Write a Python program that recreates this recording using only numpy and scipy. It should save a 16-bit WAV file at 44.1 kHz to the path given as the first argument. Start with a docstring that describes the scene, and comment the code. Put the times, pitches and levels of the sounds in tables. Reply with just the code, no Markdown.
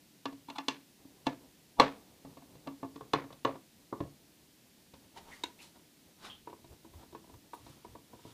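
"""Screwdriver on a plastic cover

A screwdriver works the screws of a plastic cover on a hollow case, close by in a small quiet room.
The tip taps, scrapes and snaps into a screw head, slips as it is turned, then moves to a second screw.
Contacts are noise bursts ringing decaying plate modes; scrapes are rough noise ringing the same modes.
Caught tips chirp as narrow-band noise; the hand, the leaning case and the rumble and hiss are shaped noise.
"""
import sys
import numpy as np
from scipy import signal
from scipy.fft import rfft, irfft, next_fast_len
from scipy.io import wavfile
from scipy.ndimage import map_coordinates

SR = 44100
rng = np.random.default_rng(int(sys.argv[2]) if len(sys.argv) > 2 else 0)


def dump_mix(stems):
    """Bounce the given channels to the path in sys.argv[1] as a 16-bit WAV at rate SR."""
    frames = np.atleast_2d(stems).T  # one column per channel
    limited = np.clip(frames, -1, 1)  # hard clip at full scale
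    pcm = np.round(limited * 32767).astype(np.int16)
    wavfile.write(sys.argv[1], SR, pcm)


N = 367397  # samples


def amp(db):
    """Logarithmic level: decibels to amplitude gain."""
    return 10 ** (np.asarray(db) / 20)


def unit(x):
    """Normalisation: x scaled to rms 1."""
    return x / np.sqrt(np.mean(x ** 2) + 1e-20)


def along(points, hz):
    """Interpolation of (frequency, value) points on a logarithmic frequency axis."""
    f, v = np.transpose(points)
    return np.interp(np.log(hz + 1), np.log(f + 1), v)


def filtered(x, response):
    """Linear filtering: the spectrum of x times a response of frequency."""
    m = next_fast_len(len(x) + 8192)
    hz = np.fft.rfftfreq(m, 1 / SR)
    return irfft(rfft(x, m) * response(hz), m)[:len(x)]


def noise(spectrum, size):
    """Spectral shaping: white noise coloured by (Hz, dB) points, at rms 1."""
    white = rng.standard_normal(size)
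    return unit(filtered(white, lambda hz: amp(along(spectrum, hz))))


def fade(t, t60):
    """Exponential free decay, 60 dB down after t60 seconds."""
    return np.exp(-np.log(1000) * t / np.maximum(t60, 1e-4))


def add(track, s, sound):
    """Superposition: mix a sound into the track at time s."""
    start = max(round(s * SR), 0)
    track[start:start + len(sound)] += sound[:max(len(track) - start, 0)]


# Spectrum of the room rumble and hiss: freq_hz [Hz], relative level_db [dB]
AIR_SPECTRUM = [(20, -41), (40, -28.5), (65, -19), (110, -10), (150, -1.5), (300, -2.5), (450, -14.5),
                (650, -17), (1100, -23), (1700, -17.5), (2600, -16.5), (4200, -15.5), (8000, -19.5),
                (14000, -21)]


def background(level_db=-63.5):
    """Stationary noise: steady room rumble and microphone hiss."""
    return amp(level_db) * noise(AIR_SPECTRUM, N)


def wobble(t, rate):
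    """Random modulation: a smooth random curve over the times t, with rate knots a second."""
    knots = rng.standard_normal(int(t[-1] * rate) + 4)
    return map_coordinates(knots, [t * rate])


def spell(t, start, end, ease):
    """Gaussian-edged gate: 1 from start to end, easing in before and out after."""
    return np.exp(-((t - np.clip(t, start, end)) / ease) ** 2)


# Spectrum of the hand rubbing the case: freq_hz [Hz], relative level_db [dB]
RUB_SPECTRUM = [(25, -17), (75, -0.5), (140, -5), (290, -0.5), (500, -7), (1000, -12.5), (1600, -27),
                (5000, -28)]
# The hand shifts on handle and case: start_s [s], end_s [s], level_db [dB, before the trim in hand()]
HAND_SHIFTS = [(1.163, 1.377, -60.5), (1.9, 2.03, -58.5), (2.357, 3.4, -61.5), (3.95, 4.15, -66.5),
               (5.164, 5.686, -63.5), (6.942, 7.25, -62), (7.506, 8.332, -64)]


def hand(rest_db=-67.5, ease_s=.14, trim_db=-4, lumpy_db=3, rate=22):
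    """Friction noise with powers added: dull, uneven rubbing of the case, louder at each shift."""
    t = np.arange(N) / SR
    power = amp(rest_db) ** 2  # the hand merely holding on
    for start, end, db in HAND_SHIFTS:
        power = power + amp(db) ** 2 * spell(t, start, end, ease_s)
    pushes = amp(trim_db + lumpy_db * wobble(t, rate))
    return np.sqrt(power) * pushes * noise(RUB_SPECTRUM, N)


# Reverberation time of the room: freq_hz [Hz], t60_s [s]
ROOM_DECAY = [(100, 0.27), (260, 0.3), (700, 0.23), (1900, 0.19), (5000, 0.15), (12000, .12)]
# Colour of the room's answer: freq_hz [Hz], gain_db [dB]
ROOM_COLOUR = [(250, 0), (900, -5), (2000, -2), (4000, -8.5), (6000, -1), (12000, -12)]


def in_room(x, wet_db, gap_s=.006):
    """Reverberation by convolution: x plus a fresh noise tail whose treble is weaker and dies first."""
    hz, t, z = signal.stft(rng.standard_normal(SR // 2), SR, nperseg=256)
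    decaying = z * fade(t, along(ROOM_DECAY, hz)[:, None])
    tail = signal.istft(decaying, SR, nperseg=256)[1]
    tail = np.pad(tail / np.linalg.norm(tail), (round(gap_s * SR), 0))
    tail = filtered(tail, lambda f: amp(along(ROOM_COLOUR, f)))
    return x + amp(wet_db) * signal.fftconvolve(x, tail)[:len(x)]


# Modes of the cover; their strength depends on how the tip bears on it: freq_hz [Hz], t60_s [s],
# loose_db [dB, tip loose on the first screw], pressed_db [dB, pressed into it],
# second_db [dB, at the second screw]
COVER_MODES = [(74.66, 0.12, -25, -18, -13.5), (114.4, 0.18, -15, -13, -12), (142, .22, -12, -10, -10.5),
               (217, 0.13, -20, -10, -11.5), (276.3, 0.16, 1, -1, -13.5), (331.6, 0.082, -7.5, 2, -3),
               (436, 0.07, -10, -5.5, -6.5), (539, 0.047, -4, -6, -9), (683.5, 0.054, -1.5, -9.5, -7.5),
               (875, 0.05, 0.5, -11, -8), (965, 0.046, 0, -2.5, 6.5), (1085.7, .055, -1.5, -3, -7),
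               (1159, 0.069, -5, -9.5, -16), (1386, 0.085, -21, -19.5, -37), (1516, 0.05, -17.5, -17, -10),
               (1723, 0.085, -14.5, -15, -17), (2240, 0.017, -5.5, -26, -7), (2534, 0.061, -16.5, -20, -12),
               (2745, 0.078, -8, -17, -9.5), (2964, 0.026, -5, -1.5, -4), (3450, 0.026, -1, 0, -2.5),
               (3780, .03, -11.5, -9, 4), (4163, 0.034, -5, -10, -2), (4760, 0.02, -12, -27, -10),
               (6560, 0.031, -22.5, -22, -39)]
PRESSED_S, SECOND_SCREW_S = 2.9, 4.5  # when the tip goes in, and when it is at the second screw


def cover_ring(s, t, scatter_db=2.5, build_cycles=0.39):
    """Modal superposition: plate modes answer a tap at time s, building up as the wave crosses."""
    hz, t60, *levels = np.transpose(COVER_MODES)[:, :, None]
    bearing = int(s > PRESSED_S) + int(s > SECOND_SCREW_S)
    level = levels[bearing] + scatter_db * rng.standard_normal(hz.shape)
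    build = 1 - np.exp(-t / (build_cycles / np.maximum(hz, 600)))
    vibration = np.sin(2 * np.pi * (hz * t + rng.random(hz.shape)))  # random phases
    return np.sum(amp(level) * build * fade(t, t60) * vibration, axis=0)


# Spectrum of loose parts in the case: freq_hz [Hz], relative level_db [dB]
RATTLE_SPECTRUM = [(60, -12.5), (250, 0.5), (500, 6), (1000, -1.5), (1500, -4), (2400, -4.5), (4000, -7.5),
                   (6000, -20), (12000, -40.5)]


def rattle(t, t60=0.28, lumpy_db=3.0, rate=260, delay_s=0.0097):
    """Secondary excitation: loose parts buzz on in uneven bursts after a blow."""
    bursts = amp(lumpy_db * wobble(t, rate))
    onset = 1 - np.exp(-(t / delay_s) ** 2)
    return noise(RATTLE_SPECTRUM, len(t)) * bursts * fade(t, t60) * onset


def causal(gain):
    """Minimum phase by the folded cepstrum: the response has this gain and nothing precedes the blow."""
    cepstrum = irfft(np.log(np.maximum(gain, 1e-6)))
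    half = len(cepstrum) // 2
    cepstrum[1:half] *= 2
    cepstrum[half + 1:] = 0
    return np.exp(rfft(cepstrum))


# Edges of the adjoining bands in which a blow is balanced: freq_hz [Hz]
BANDS = [30, 200, 380, 750, 1400, 2500, 5500, 15000]


def voiced(blow, levels_db):
    """Band equalisation: the blow's first 25 ms are lifted towards the given level in each band."""
    spectrum, hz = rfft(blow), np.fft.rfftfreq(len(blow), 1 / SR)
    points = []
    for lo, hi, db in zip(BANDS, BANDS[1:], levels_db):
        opening = irfft(spectrum * (hz > lo) * (hz < hi))[:SR // 40]
        lift_db = db - 20 * np.log10(np.std(opening))
        # a plateau within the band, sloping to its neighbours
        points += [(lo * 1.15, lift_db), (hi / 1.15, lift_db)]
    return irfft(spectrum * causal(amp(along(points, hz))))


# Contacts of the tip: start_s [s], level_db [dB, before the band colours below],
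# weight_db [dB, weight behind the tip], hollow_db [dB, hollow ring], sharpness [dB per octave]
TIP_CONTACTS = [(.2549, -39, -6, 3, 1.5), (.324, -62.5, 8, 3.5, 1.5), (.4991, -49, -9, 3, 3.5),
                (.5825, -39.5, -16, 8, 2), (.6823, -36.5, -7, 4.5, 6.3), (1.047, -74.5, 15, 10, -6),
                (1.2669, -33.5, -1, 3, 1.4), (1.7977, -17.5, -10, -2, 0), (2.248, -59.5, 8, 1.5, -1.5),
                (2.37, -59, 3.5, 0, -1), (2.551, -67.5, 11, -1, 2.5), (2.672, -46.5, 2.5, 3, -0.1),
                (2.829, -44.5, 1, 1, -7), (2.845, -54.5, 7, 3, -5), (2.9579, -55, 4, 4.5, 0.8),
                (3.0075, -49.5, -1, -6, -5), (3.1339, -27.5, -5.5, -2.5, 0.3), (3.239, -57.5, 4, 1, -2.5),
                (3.3031, -56.5, 1, -2, -3), (3.3245, -61, 2.5, 0, 4.5), (3.4485, -29, -5.5, -1.5, -1.5),
                (3.554, -55.5, 2.5, 2.5, -3), (3.9256, -41.5, -0.5, 0.5, -10.5),
                (4.0035, -45, 8.5, 1, -3.2), (4.936, -64.5, 7.5, -3, 4), (5.4358, -40.5, -12, 4, 6),
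                (6.4723, -47, -8, -1, -8), (6.497, -59, 2, 0, -1), (6.528, -52.5, -5, 0.5, -7),
                (6.643, -64.5, 5.5, -1, 1), (6.846, -62.5, 1, 6, -1), (7.1253, -63.5, 7, 3, 1),
                (7.148, -49, -4.5, -0.5, -4.5), (7.5323, -44.5, -16.5, 1, -6), (7.663, -59.5, 1, 0.5, 0),
                (7.694, -77.5, 16, -4, 4), (7.847, -52.4, -4.5, 0, -5.5), (7.9508, -53.5, -2, -2, -5.5),
                (8.131, -58, 1, -2.5, -8), (8.2509, -60.5, 9, -0.5, -7)]
# Spectrum of the contact noise: freq_hz [Hz], relative level_db [dB]
CRACK_SPECTRUM = [(30, -23.5), (300, 3.5), (900, -1.5), (1600, -10.5), (3800, -1.5), (6000, -13),
                  (9000, -24), (15000, -36)]
# Colour of an ordinary contact: freq_hz [Hz], level_db [dB]
CONTACT_TONE = [(77, -9.5), (276, -0.5), (534, -2), (1025, -1), (1870, -12.5), (3700, -10), (9000, -24.5)]
# Weight behind the tip booms the case: freq_hz [Hz], share of weight_db [dB per dB]
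WEIGHT_SHARE = [(77, 1.6), (276, .8), (534, .55), (1025, 0.013)]
# A tip that does not damp the cover lets it ring hollow: freq_hz [Hz], share of hollow_db [dB per dB]
HOLLOW_SHARE = [(77, -0.6), (276, 0.97), (534, -.3), (1025, 0)]
# A sharp tip lifts the treble and spares the body: freq_hz [Hz], lift [octaves]
SHARP_LIFT = [(276, 0), (534, 0.02), (1025, 0), (1870, 0.8), (3700, 2), (9000, 2.5)]
# A contact at FIRM_DB or above chatters for CHATTER_S; twice as long for each such drop in level
CHATTER_S, FIRM_DB, CHATTER_DOUBLES_DB = .0055, -36.5, 33


def contacts(rows, wet_db=-8, rattle_db=-9, rattle_growth=0.24, rise_share=0.27):
    """Impact excitation: brief chatter rings the cover; lighter contacts are longer and softer in onset."""
    track, t = np.zeros(N), np.arange(SR // 2) / SR
    hz = np.sqrt(np.multiply(BANDS[:-1], BANDS[1:]))  # band centres
    for s, db, weight_db, hollow_db, sharpness in rows:
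        levels = db + along(CONTACT_TONE, hz)
        levels = levels + weight_db * along(WEIGHT_SHARE, hz)
        levels = levels + hollow_db * along(HOLLOW_SHARE, hz)
        levels = levels + sharpness * along(SHARP_LIFT, hz)
        chatter_s = CHATTER_S * 2 ** (max(FIRM_DB - db, 0) / CHATTER_DOUBLES_DB)
        crack = noise(CRACK_SPECTRUM, len(t)) * np.exp(-(t / chatter_s) ** 2)
        press = 1 - np.exp(-t / (rise_share * chatter_s))
        blow = in_room(press * (cover_ring(s, t) + crack), wet_db)
        # a harder blow shakes the loose parts more than in proportion
        shaken = amp(rattle_db + rattle_growth * max(levels)) * rattle(t)
        add(track, s, voiced(blow + shaken, levels))
    return track


# The tip drags over the plastic: crest_s [s], level_db [dB, at the crest before the room],
# rise_s [s, for the last 20 dB up to the crest], brightness [dB per octave]
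TIP_SCRAPES = [(.489, -43, 0.0083, -1.5), (.562, -40, 0.01, 2), (1.265, -48, 0.0099, 3),
               (1.793, -33, 0.014, -5.5), (2.67, -46, 0.0091, -9), (4.95, -62.5, 0.022, -1.5),
               (5.175, -46.5, 0.023, -2), (5.285, -56.5, 0.086, -5), (5.338, -59, 0.14, 2.5),
               (5.63, -55, 0.06, 3), (5.76, -61, 0.023, -0.5), (6.253, -47.5, 0.06, -1.5),
               (7.01, -60, 0.044, -3.5), (7.545, -58, 0.037, 12), (7.69, -64, 0.24, 1.5),
               (8.29, -62, 0.24, 1.5)]
# Spectrum of the scraping grit: freq_hz [Hz], relative level_db [dB]
GRIT_SPECTRUM = [(200, -8), (550, -6.5), (900, 1), (1250, 1), (1700, -5.5), (2500, -6.5), (3600, -2),
                 (6000, -10), (10000, -14.5), (15000, -26.5)]
SCRAPE_FALL = 1.6  # a scrape's fall time over its rise time
# a short dig rings the cover; a longer drag mostly hisses: ring over grit, before the mix is normalised
DIG_RING_DB, DIG_S, RING_DB_PER_DOUBLING, DRAG_RING_DB = 12.5, .014, -19, -10


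def scrapes(spiky=0.24, wet_db=-6):
    """Friction excitation: dense tiny slips swell and fade, hissing and ringing the cover."""
    track, t = np.zeros(N), np.arange(SR // 2) / SR
    crest = t.mean()
    for s, db, rise, bright in TIP_SCRAPES:
        doublings = np.log2(max(rise / DIG_S, 1))
        ring_db = max(DIG_RING_DB + RING_DB_PER_DOUBLING * doublings, DRAG_RING_DB)
        slips = rng.standard_normal(len(t))
        # the strength of the slips jumps at random every 50 samples
        jumps = rng.standard_normal(len(t) // 50 + 1).repeat(50)[:len(t)]
        slips = slips * np.exp(spiky * jumps)

        def grit_gain(hz):
            """Spectral tilt: the grit's colour with this scrape's brightness."""
            return amp(along(GRIT_SPECTRUM, hz) + bright * np.log2(np.maximum(hz, 300)))

        grit = unit(filtered(slips, grit_gain))
        ring = unit(signal.fftconvolve(grit, cover_ring(s, t))[:len(t)])
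        before, after = (crest - t) / rise, (t - crest) / (SCRAPE_FALL * rise)
        stroke = amp(-20 * np.maximum(before, after))
        scrape = amp(db) * stroke * unit(grit + amp(ring_db) * ring)
        add(track, s - crest, in_room(scrape, wet_db))
    return track


# The screw turns: start_s [s], end_s [s]
TURNS = [(2.38, 2.46), (6.9, 7.05), (7.2, 7.4), (8.1, 8.33)]
# faint ticks of the turning thread: per s, dB, dB either way, weight dB, sharpness dB per octave
TICK_RATE, TICK_DB, TICK_SCATTER_DB, TICK_WEIGHT_DB, TICK_SHARPNESS = 14, -64.5, 4, -3, -1.3


def thread_ticks():
    """Stick-slip of the thread: faint contacts at uneven moments while the screw turns."""
    rows = []
    for start, end in TURNS:
        count = max(round((end - start) * TICK_RATE), 1)
        for k, (when, size) in enumerate(rng.random((count, 2))):
            s = start + (end - start) * (k + when) / count
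            db = TICK_DB + TICK_SCATTER_DB * (2 * size - 1)
            rows.append((s, db, TICK_WEIGHT_DB, 0, TICK_SHARPNESS))
    return contacts(rows)


# The dragging tip briefly catches and chirps: start_s [s], level_db [dB, before the envelope],
# pitch_hz [Hz], width_hz [Hz, at half amplitude], t60_s [s]
TIP_CHIRPS = [(5.319, -46.5, 2010, 450, 0.23), (5.594, -51.5, 2560, 600, 0.2),
              (6.303, -45.5, 3200, 553, .25)]


def chirps(rise_s=0.011):
    """Narrow-band resonance: a catch of the tip sounds as a short, rough whistle."""
    track, t = np.zeros(N), np.arange(SR // 2) / SR
    for s, db, hz, width_hz, t60 in TIP_CHIRPS:
        white = rng.standard_normal(len(t))
        whistle = unit(filtered(white, lambda f: 1 / (1 + (2 * (f - hz) / width_hz) ** 2)))
        onset = 1 - np.exp(-(t / rise_s) ** 2)
        add(track, s - rise_s, amp(db) * whistle * fade(t, t60) * onset)
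    return track


# Spectrum of the case shifting on the table: freq_hz [Hz], relative level_db [dB]
THUD_SPECTRUM = [(25, -15), (50, -2), (80, 4), (120, -2), (170, -18), (400, -36)]


def lean(start_s=6.43, end_s=8.33, ease_s=0.28, level_db=-68, lumpy_db=7.0, rate=14):
    """Low-frequency noise, modulated: under the hand's weight the case shifts in soft, deep bumps."""
    t = np.arange(N) / SR
    bumps = unit(amp(lumpy_db * wobble(t, rate)) * noise(THUD_SPECTRUM, N))
    return amp(level_db) * spell(t, start_s, end_s, ease_s) * bumps


def scene():
    """Superposition of every source at one microphone."""
    steady = background() + hand()
    tip = contacts(TIP_CONTACTS) + scrapes() + thread_ticks() + chirps()
    return (steady + tip + lean())[None]


def record(dry, top_hz=15200):
    """Band limiting: the recorder keeps nothing above its upper limit."""
    return np.array([filtered(channel, lambda hz: hz < top_hz) for channel in dry])


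dry = scene()
out = record(dry)
dump_mix(out)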